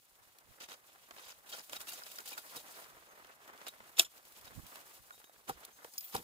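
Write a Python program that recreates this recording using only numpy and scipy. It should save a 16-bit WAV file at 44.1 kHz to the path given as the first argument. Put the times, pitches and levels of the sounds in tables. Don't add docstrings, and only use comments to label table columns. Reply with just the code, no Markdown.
import sys
import numpy as np
from scipy import signal
from scipy.fft import rfft, irfft
from scipy.io import wavfile

SR = 44100
rng = np.random.default_rng(int(sys.argv[2]) if len(sys.argv) > 2 else 0)


def dump(signal):
    limited = np.clip(np.atleast_2d(signal).T, -1, 1)
    pcm = np.round(limited * 32767).astype(np.int16)
    wavfile.write(sys.argv[1], SR, pcm)


N = 274743
CUTOFF_HZ = 15950


def from_db(db):
    return 10 ** (np.asarray(db) / 20)


def rms_one(x):
    return x / np.sqrt(np.mean(x ** 2) + 1e-20)


def in_time(rows):
    s, *columns = np.transpose(rows)
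    return [np.interp(np.arange(N) / SR, s, column) for column in columns]


def at_hz(points, column=1):
    hz = np.maximum(np.arange(N // 2 + 1) * SR / N, 10)
    points = np.array(points)
    return np.interp(np.log(hz), np.log(points[:, 0]), points[:, column])


def coloured(x, spectrum):
    (low_hz, low_db), (high_hz, high_db) = spectrum[0], spectrum[-1]
    extended = [(low_hz / 2, low_db - 30), *spectrum, (high_hz * 2, high_db - 30)]
    return rms_one(irfft(rfft(x) * from_db(at_hz(extended)), N))


def drift(rate_hz):
    step = 40
    r = np.exp(-2 * step * np.pi * rate_hz / SR)
    noise = rng.standard_normal(N // step + 2002)
    slow = signal.lfilter([1], [1, -2 * r, r * r], noise)[2000:]
    return np.interp(np.arange(N) / step, np.arange(len(slow)), rms_one(slow))


def resonances(x, modes):
    out = 0
    for k, (hz, width_hz, level_db) in enumerate(modes):
        r = np.exp(-np.pi * width_hz / SR)
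        poles = [1, -2 * r * np.cos(2 * np.pi * hz / SR), r * r]
        zeros = [(1 - r * r) / 2, 0, (r * r - 1) / 2]
        out = out + (-1) ** k * from_db(level_db) * signal.lfilter(zeros, poles, x)
    return out


def bursts(rows):
    out = np.zeros(N)
    for s, level_db, rise_s, t60_s in rows:
        t = np.arange(max(0, int((s - .03) * SR)), min(N, int((s + .3) * SR)))
        late = t / SR - s
        rise = np.exp(late / max(rise_s, 1e-4))
        decay = from_db(-60 * late / max(t60_s, 2e-3))
        out[t] += from_db(level_db) * np.where(late < 0, rise, decay)
    return out


def strokes(rows):
    rise_s, stop_s = .003, 0.0079
    out, t = np.zeros(N), np.arange(N) / SR
    for start, length, level_db, fade_db in rows:
        near = slice(int((start - .03) * SR), int((start + length + .06) * SR))
        late = t[near] - start
        hold = from_db(level_db + fade_db * np.clip(late / length, 0, 1))
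        before, after = np.minimum(late, 0), np.maximum(late - length, 0)
        out[near] += hold * np.exp(before / rise_s - after / stop_s)
    return out


def grains(per_s, spread_db):
    excess_db = spread_db * np.minimum(rng.exponential(1, (2, N)), 5)
    sizes = from_db(excess_db) * rng.choice([-1, 1], (2, N))
    return sizes * (rng.random((2, N)) < per_s / SR)


def struck(blows, modes, pivot_hz, lowest):
    shards = rms_one(grains(30000, 0.56)) * from_db(16.0)
    out = 0
    for k, mode in enumerate(modes):
        octaves = np.clip(np.log2(mode[0] / pivot_hz), lowest, 1.2)
        force = bursts((s, level_db + tilt * octaves, rise_s, t60_s)
                       for s, level_db, rise_s, t60_s, tilt in blows)
        out = out + (-1) ** k * resonances(shards * force + 1e-18, [mode])
    return out


def rung(hits, modes_hz, modes):
    out = np.zeros((2, N))
    s, level_db, favoured_hz, spread_octaves = np.transpose(hits)
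    for k, (hz, (mode_db, t60_s)) in enumerate(zip(modes_hz, modes)):
        away = np.log2(hz / favoured_hz) / spread_octaves
        clicks = np.full(N, 1e-18)
        clicks[(s * SR).astype(int)] = from_db(level_db + mode_db - 6 * away ** 2)
        r, w = from_db(-60 / (t60_s * SR)), 2 * np.pi * hz / SR
        ring = signal.lfilter([.5, 0, -.5], [1, -2 * r * np.cos(w), r * r], clicks)
        out += [ring, np.roll(ring, 3 + 5 * k)]
    return out


def ports(pair, sharp=0., lag_top_hz=6900, left_treble_db=0.):
    # pitch_hz, likeness (0-1), left_over_right_db
    port_table = [(60.1, .5, -5.5), (308, 0.89, -1.5), (700, 0.84, -1.5), (1300, 0.5, -1),
                  (2026, 0.48, -0.5), (3200, 0.17, -2), (6000, 0.11, 0), (7600, 0.94, -1.5),
                  (10000, 0.98, 2), (15000, 0.7, 3)]
    left_lag_s = 12 / 44100
    direct, other = rfft(pair)
    likeness = at_hz(port_table)
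    alike = np.clip(likeness + sharp * (1 - likeness), 0, 1)
    hz = np.arange(N // 2 + 1) * SR / N
    lag = np.exp(-2j * np.pi * hz * left_lag_s * (hz < lag_top_hz))
    gain = from_db(at_hz(port_table, column=2) + left_treble_db * (hz / CUTOFF_HZ) ** 2)
    left = (alike * direct + np.sqrt(1 - alike ** 2) * other) * lag * gain
    return irfft(np.array([left, direct]), N)


def wind():
    # pitch_hz, relative_db (per Hz)
    wind_colour = [(20, -13.5), (45, -5), (120, -6), (220, -10), (400, -21.5)]
    # peak_s, peak_db, length_s
    puffs = [(0.518, -64.5, 0.053), (1.8, -72, 0.21), (2.96, -73.5, 0.3), (3.81, -69, 0.072),
             (4.47, -57, .05), (4.536, -51, 0.035), (4.58, -41, .03), (4.64, -54, 0.055), (5.0, -71, .15)]
    breeze_db, left_breeze_db, left_share = -80.5, -84.5, 0.33
    rise_db, fall_db = 12, 20.5
    t = np.arange(N) / SR
    right_db = np.full(N, breeze_db)
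    for s, peak_db, length in puffs:
        late = (t - s) / max(length, .005)
        puff_db = peak_db + np.where(late < 0, rise_db * late, -fall_db * late)
        right_db = np.maximum(right_db, puff_db)
    left_db = left_breeze_db + left_share * (right_db - breeze_db)
    lumps = from_db(4.3 * np.array([drift(7.8), drift(25.0)]))
    noise = coloured(rng.standard_normal((2, N)), wind_colour)
    return noise * lumps * from_db([left_db, right_db])


def crumbs(moving):
    typical_per_s, spread_db = 300, 5.0
    ping_cycles = 33
    born = rng.random(N) < typical_per_s * from_db(spread_db * drift(25.0)) / SR
    sizes = born * from_db(2.5 * np.minimum(rng.exponential(1, N), 3)) * rng.choice([-1, 1], (2, N))
    pitches_hz, dealt = np.geomspace(500, 7500, 16), rng.integers(0, 16, N)
    pings = 0
    for k, hz in enumerate(pitches_hz):
        width_hz = np.log(1000) / np.pi * hz / ping_cycles
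        mode = (hz, width_hz, -3.0 * np.log2(hz / 600))
        pings = pings + resonances(sizes * (dealt == k) + 1e-18, [mode])
    return from_db(-6) * rms_one(pings) * moving


def jangle(moving):
    # pitch_hz, width_hz, level_db
    hardware = [(700, 110, -13.5), (1400, 63, -0.5), (1800, 80, -13), (2400, 37, -7), (2800, 20, -11.5),
                (3200, 24, -3.5), (3800, 57, 1), (4500, 140, -5.5), (5000, 300, -3.5), (6100, 57, -3),
                (7050, 39, -2)]
    # start_s, level_db, favoured_hz
    loud_knocks = [(1.49, -54, 3800), (1.525, -38.5, 3200), (1.528, -25, 4200), (1.534, -41, 1400),
                   (1.542, -48, 3200), (1.548, -29, 700), (1.594, -32, 5000), (1.765, -40.5, 3800),
                   (1.804, -42, 1400), (1.815, -41, 7050), (1.885, -31.5, 2800), (1.895, -37, 1800),
                   (1.922, -33, 4500), (1.938, -40, 7050), (2.02, -40.5, 1400), (2.036, -31, 5000),
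                   (2.158, -44, 6100), (2.185, -29.5, 4900), (2.187, -36, 1400), (2.205, -46, 7050),
                   (2.33, -34, 2400), (2.378, -34, 1400), (2.575, -44, 3800), (3.687, -40.5, 3800),
                   (4.475, -55, 3800), (5.108, -39.5, 1400), (5.296, -39, 700)]
    spread_octaves = 0.075
    knocks = rms_one(grains(1200, 3.)) * moving
    dealt = rng.integers(0, len(hardware), N)
    chance = sum(resonances(knocks * (dealt == k) + 1e-18, [mode]) for k, mode in enumerate(hardware))
    modes_hz = [hz for hz, _, _ in hardware]
    decays = [(level_db, np.log(1000) / np.pi / width_hz) for _, width_hz, level_db in hardware]
    placed = rung([(*knock, spread_octaves) for knock in loud_knocks], modes_hz, decays)
    return from_db(26) * chance + placed


def three_colours(level_db, tilt_db, grit_db):
    return level_db - tilt_db, level_db + grit_db, level_db + tilt_db


def rustle_and_crunch():
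    # start_s, dull_rub_db, bright_swish_db
    moves = [(0.0, -74, -68.5), (0.29, -68.5, -68.5), (0.55, -66.5, -66.5), (1.58, -66.5, -65),
             (1.72, -61.5, -59.5), (2.2, -60.5, -57), (2.81, -59, -59.5), (3.05, -62.5, -66.5),
             (3.47, -61, -67.5), (3.63, -60, -65), (4.22, -64.5, -64.5), (4.63, -61, -60),
             (4.89, -60.5, -59.5), (5.27, -71.5, -67), (5.48, -67.5, -67), (5.66, -62.5, -65.5),
             (5.93, -69.5, -61), (6.23, -65, -55.5)]
    # start_s, level_db, tilt_db (bright up, dull down)
    crunches = [(0.386, -60.5, 6.5), (0.61, -62.5, -17.5), (0.626, -57, 1), (0.635, -56, 3),
                (0.696, -56.5, 3), (0.718, -50.5, -2), (0.741, -55, -6), (1.1091, -52, -7.5),
                (1.165, -57.5, -9), (1.199, -61.5, -11), (1.283, -58.5, 5.5), (1.4625, -61, -2.5),
                (1.696, -50, 2), (1.732, -42.5, -3), (1.805, -52.5, 5), (1.8127, -51, 3),
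                (1.8837, -66, -6.5), (1.9054, -54.5, 4.5), (2.065, -52.5, -5.5), (2.1166, -54, 10.5),
                (2.157, -59, 8), (2.187, -50.5, 4.5), (2.204, -53, 4), (2.5621, -53, 10), (3.246, -56, -7),
                (3.27, -62, 4), (3.4775, -56, 0), (3.5768, -58, 0), (3.6148, -54.5, -8),
                (3.6671, -47.5, -2), (3.6826, -44, 5.5), (3.804, -67.5, -21.5), (3.8944, -67, -2.5),
                (4.252, -60, 5), (4.3223, -61.5, 8.5), (4.412, -59.5, 6), (4.5514, -62.5, 3.5),
                (4.6662, -55, 4.5), (4.7568, -49.5, 2), (5.1058, -62.5, -7), (5.179, -61.5, -6),
                (5.201, -61, -3), (5.2161, -65.5, -8), (5.242, -57, -2.5), (5.296, -74, -14),
                (5.3613, -70.5, -17), (5.65, -55.5, 14), (5.8462, -53.5, -10), (5.937, -62.5, 11.5),
                (5.9793, -50, 6.5), (6.0084, -59, 11)]
    # start_s, length_s, level_db, tilt_db (bright up, dull down), fade_db (over the stroke)
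    scrapes = [(0.604, 0.038, -55.5, -1.5, -2), (0.688, 0.054, -58.5, -1, -3.5),
               (1.164, 0.16, -63.5, 1, 2.5), (1.472, 0.033, -62, 2, 3.5), (1.52, 0.085, -53, 1.5, -4),
               (1.725, 0.044, -51, 2.5, -1.5), (1.803, 0.014, -60, 6.5, 3.5), (1.872, 0.11, -54, 5, -7),
               (1.981, 0.031, -64, 4.5, -2), (2.06, 0.11, -62, 6.5, -3), (2.258, 0.07, -59.5, 6, 3),
               (2.379, 0.017, -49.5, 3, -12), (2.464, 0.095, -72.5, 4.5, 9),
               (2.562, 0.051, -53, 4.5, -16.5), (2.662, 0.178, -69.5, 2.5, 3),
               (3.672, 0.015, -52.5, -2, -4.5), (3.985, 0.038, -42, 5, -6), (4.171, 0.014, -69, 8, -0.5),
               (4.446, 0.035, -66.5, -1, 2.5), (5.48, 0.078, -55, -3.5, -19.5),
               (5.784, 0.1, -76, -12.5, -0.5), (6.126, 0.039, -63.5, 2, 15)]
    # pitch_hz, relative_db (per Hz)
    rub = [(150, -11.5), (300, -6.5), (550, -1.5), (1100, 0.5), (2000, -3.5), (3000, -16)]
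    grit = [(1500, -17), (2500, -1), (3500, -1), (5000, -8.5), (7000, -8.5)]
    swish = [(4000, -1), (6000, -1.5), (8000, -1.5), (11000, -2.5), (14000, -3), (16000, 3)]
    grit_move_db, grit_crunch_db, grit_scrape_db = -5, 2.5, 1.5
    crunch_rise_s, crunch_t60_s = 0.0005, 0.027

    s, peak_db, snap_tilt_db = np.transpose(crunches)
    start, length, level_db, drag_tilt_db, fade_db = np.transpose(scrapes)
    rub_db, swish_db = in_time(moves)
    moves_db = rub_db, (rub_db + swish_db) / 2 + grit_move_db, swish_db
    drags_db = three_colours(level_db, drag_tilt_db, grit_scrape_db)
    snaps_db = three_colours(peak_db, snap_tilt_db, grit_crunch_db)
    layers = [(rub, 2500, 2.5, 1.5), (grit, 9000, 2.5, 1.5), (swish, 20000, 2.2, 1.1)]
    together, out, drags = drift(20.6), 0, []
    for layer, move_db, drag_db, snap_db in zip(layers, moves_db, drags_db, snaps_db):
        colour, per_s, spread_db, flicker_db = layer
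        steady = from_db(move_db + flicker_db * (together + 1.8 * drift(27.0)))
        stutter = from_db(3.5 * drift(60))
        drag = strokes(zip(start, length, drag_db, fade_db)) * stutter
        snaps = bursts((at, db, crunch_rise_s, crunch_t60_s) for at, db in zip(s, snap_db))
        envelope = np.sqrt(steady ** 2 + drag ** 2 + snaps ** 2)
        out = out + coloured(grains(per_s, spread_db), colour) * envelope
        drags.append(drag)
    middle_drag, middle_db = drags[1], moves_db[1]
    chips = crumbs(middle_drag + from_db(middle_db - 2.5))
    return out + chips + jangle(middle_drag + from_db(middle_db - 15.5))


def ice_screw():
    # start_s, level_db, favoured_hz, spread_octaves
    tinkles = [(2.68, -66.5, 7000, 0.4), (3.09, -65, 6400, 0.1), (5.126, -59, 3800, 0.15),
               (5.127, -62.5, 7100, .05), (5.241, -63.5, 3800, 0.97), (5.73, -62, 6380, .1),
               (5.905, -67.5, 6430, .1)]
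    screw_hz = [3800, 6400, 7100, 11800]
    # level_db, t60_s
    screw = [(0, 0.29), (0, 0.23), (0, 0.15), (0, 0.12)]
    return rung(tinkles, screw_hz, screw)


def carabiner():
    # start_s, level_db, favoured_hz, spread_octaves
    clinks = [(5.937, -51, 6000, 0.35), (5.980, -33.5, 8850, 1.16), (6.008, -47.5, 6000, 0.79),
              (6.046, -40, 3375, .15), (6.047, -48.5, 8790, .15), (6.044, -42, 15220, .1),
              (6.063, -39, 10000, .07)]
    carabiner_hz = [3375, 5050, 6600, 4700, 8790, 9940, 12300, 13146, 15137, 15311]
    # level_db, t60_s
    carabiner_modes = [(-18.5, 0.091), (2, 0.038), (4, 0.015), (-9, 0.014), (-10.5, 0.069), (-14, 0.031),
                       (-19, 0.071), (-13.5, 1), (-1, .08), (-3, .12)]
    return rung(clinks, carabiner_hz, carabiner_modes)


def boot_kicks():
    # start_s, level_db, rise_s, t60_s, tilt_db (per octave)
    kicks = [(2.32, -58, 0.0036, 0.069, 6), (2.565, -47, 0.0032, 0.05, -1), (4.03, -66.5, .01, .15, -5),
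             (5.495, -32.5, 0.0062, 0.051, 0), (5.52, -70, 0.01, 0.24, -11),
             (5.846, -40.5, 0.0012, 0.015, -0.5), (6.151, -27.5, 0.0042, 0.027, -0.5),
             (6.18, -47, 0.0099, 0.15, -3)]
    # pitch_hz, width_hz, level_db
    boot = [(55, 28, -9.5), (149, 60, -4.5), (311, 96, 0), (479, 45, 3.5), (789, 65, 2), (940, 200, 5),
            (1040, 380, 1.5), (3130, 4000, -19.5), (10000, 13000, -22)]
    return struck(kicks, boot, 400, lowest=-3)


def pick_blow():
    # start_s, level_db, rise_s, t60_s, tilt_db (per octave)
    blows = [(3.969, -48, 0.0011, 0.13, -4.5), (3.99, -41, 0.0009, 0.1, 3),
             (3.995, -12, 0.00065, 0.011, -5.5), (3.9975, -26, 0.00064, 0.0086, -6.5),
             (4.003, -35, 0.0022, 0.041, -11), (4.048, -52.5, 0.0021, 0.069, 0)]
    # pitch_hz, width_hz, level_db
    pick = [(343, 40, -21.5), (700, 65, -11.5), (1074, 180, -14), (1700, 330, -15), (2670, 130, -1),
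            (3040, 540, -1), (3603, 520, 1.5), (4200, 600, -22.5), (5370, 190, 5), (7000, 120, 4.5),
            (8350, 120, 1.5), (5000, 4200, -9.5), (11500, 3900, -12.5), (14800, 850, -21.5),
            (3470, 980, -9.5)]
    return struck(blows, pick, 2800, lowest=-0.41)


def scene():
    friction = ports(rustle_and_crunch())
    metal = ports(carabiner() + ice_screw(), sharp=.7)
    boots = ports(boot_kicks(), sharp=.8)
    pick = ports(pick_blow(), sharp=0.9, lag_top_hz=SR / 2, left_treble_db=6.5)
    return wind() + friction + metal + boots + pick


def record(dry):
    low_pass = signal.cheby2(16, 70, CUTOFF_HZ + 250, fs=SR, output="sos")
    return signal.sosfilt(low_pass, dry)


dry = scene()
out = record(dry)
dump(out)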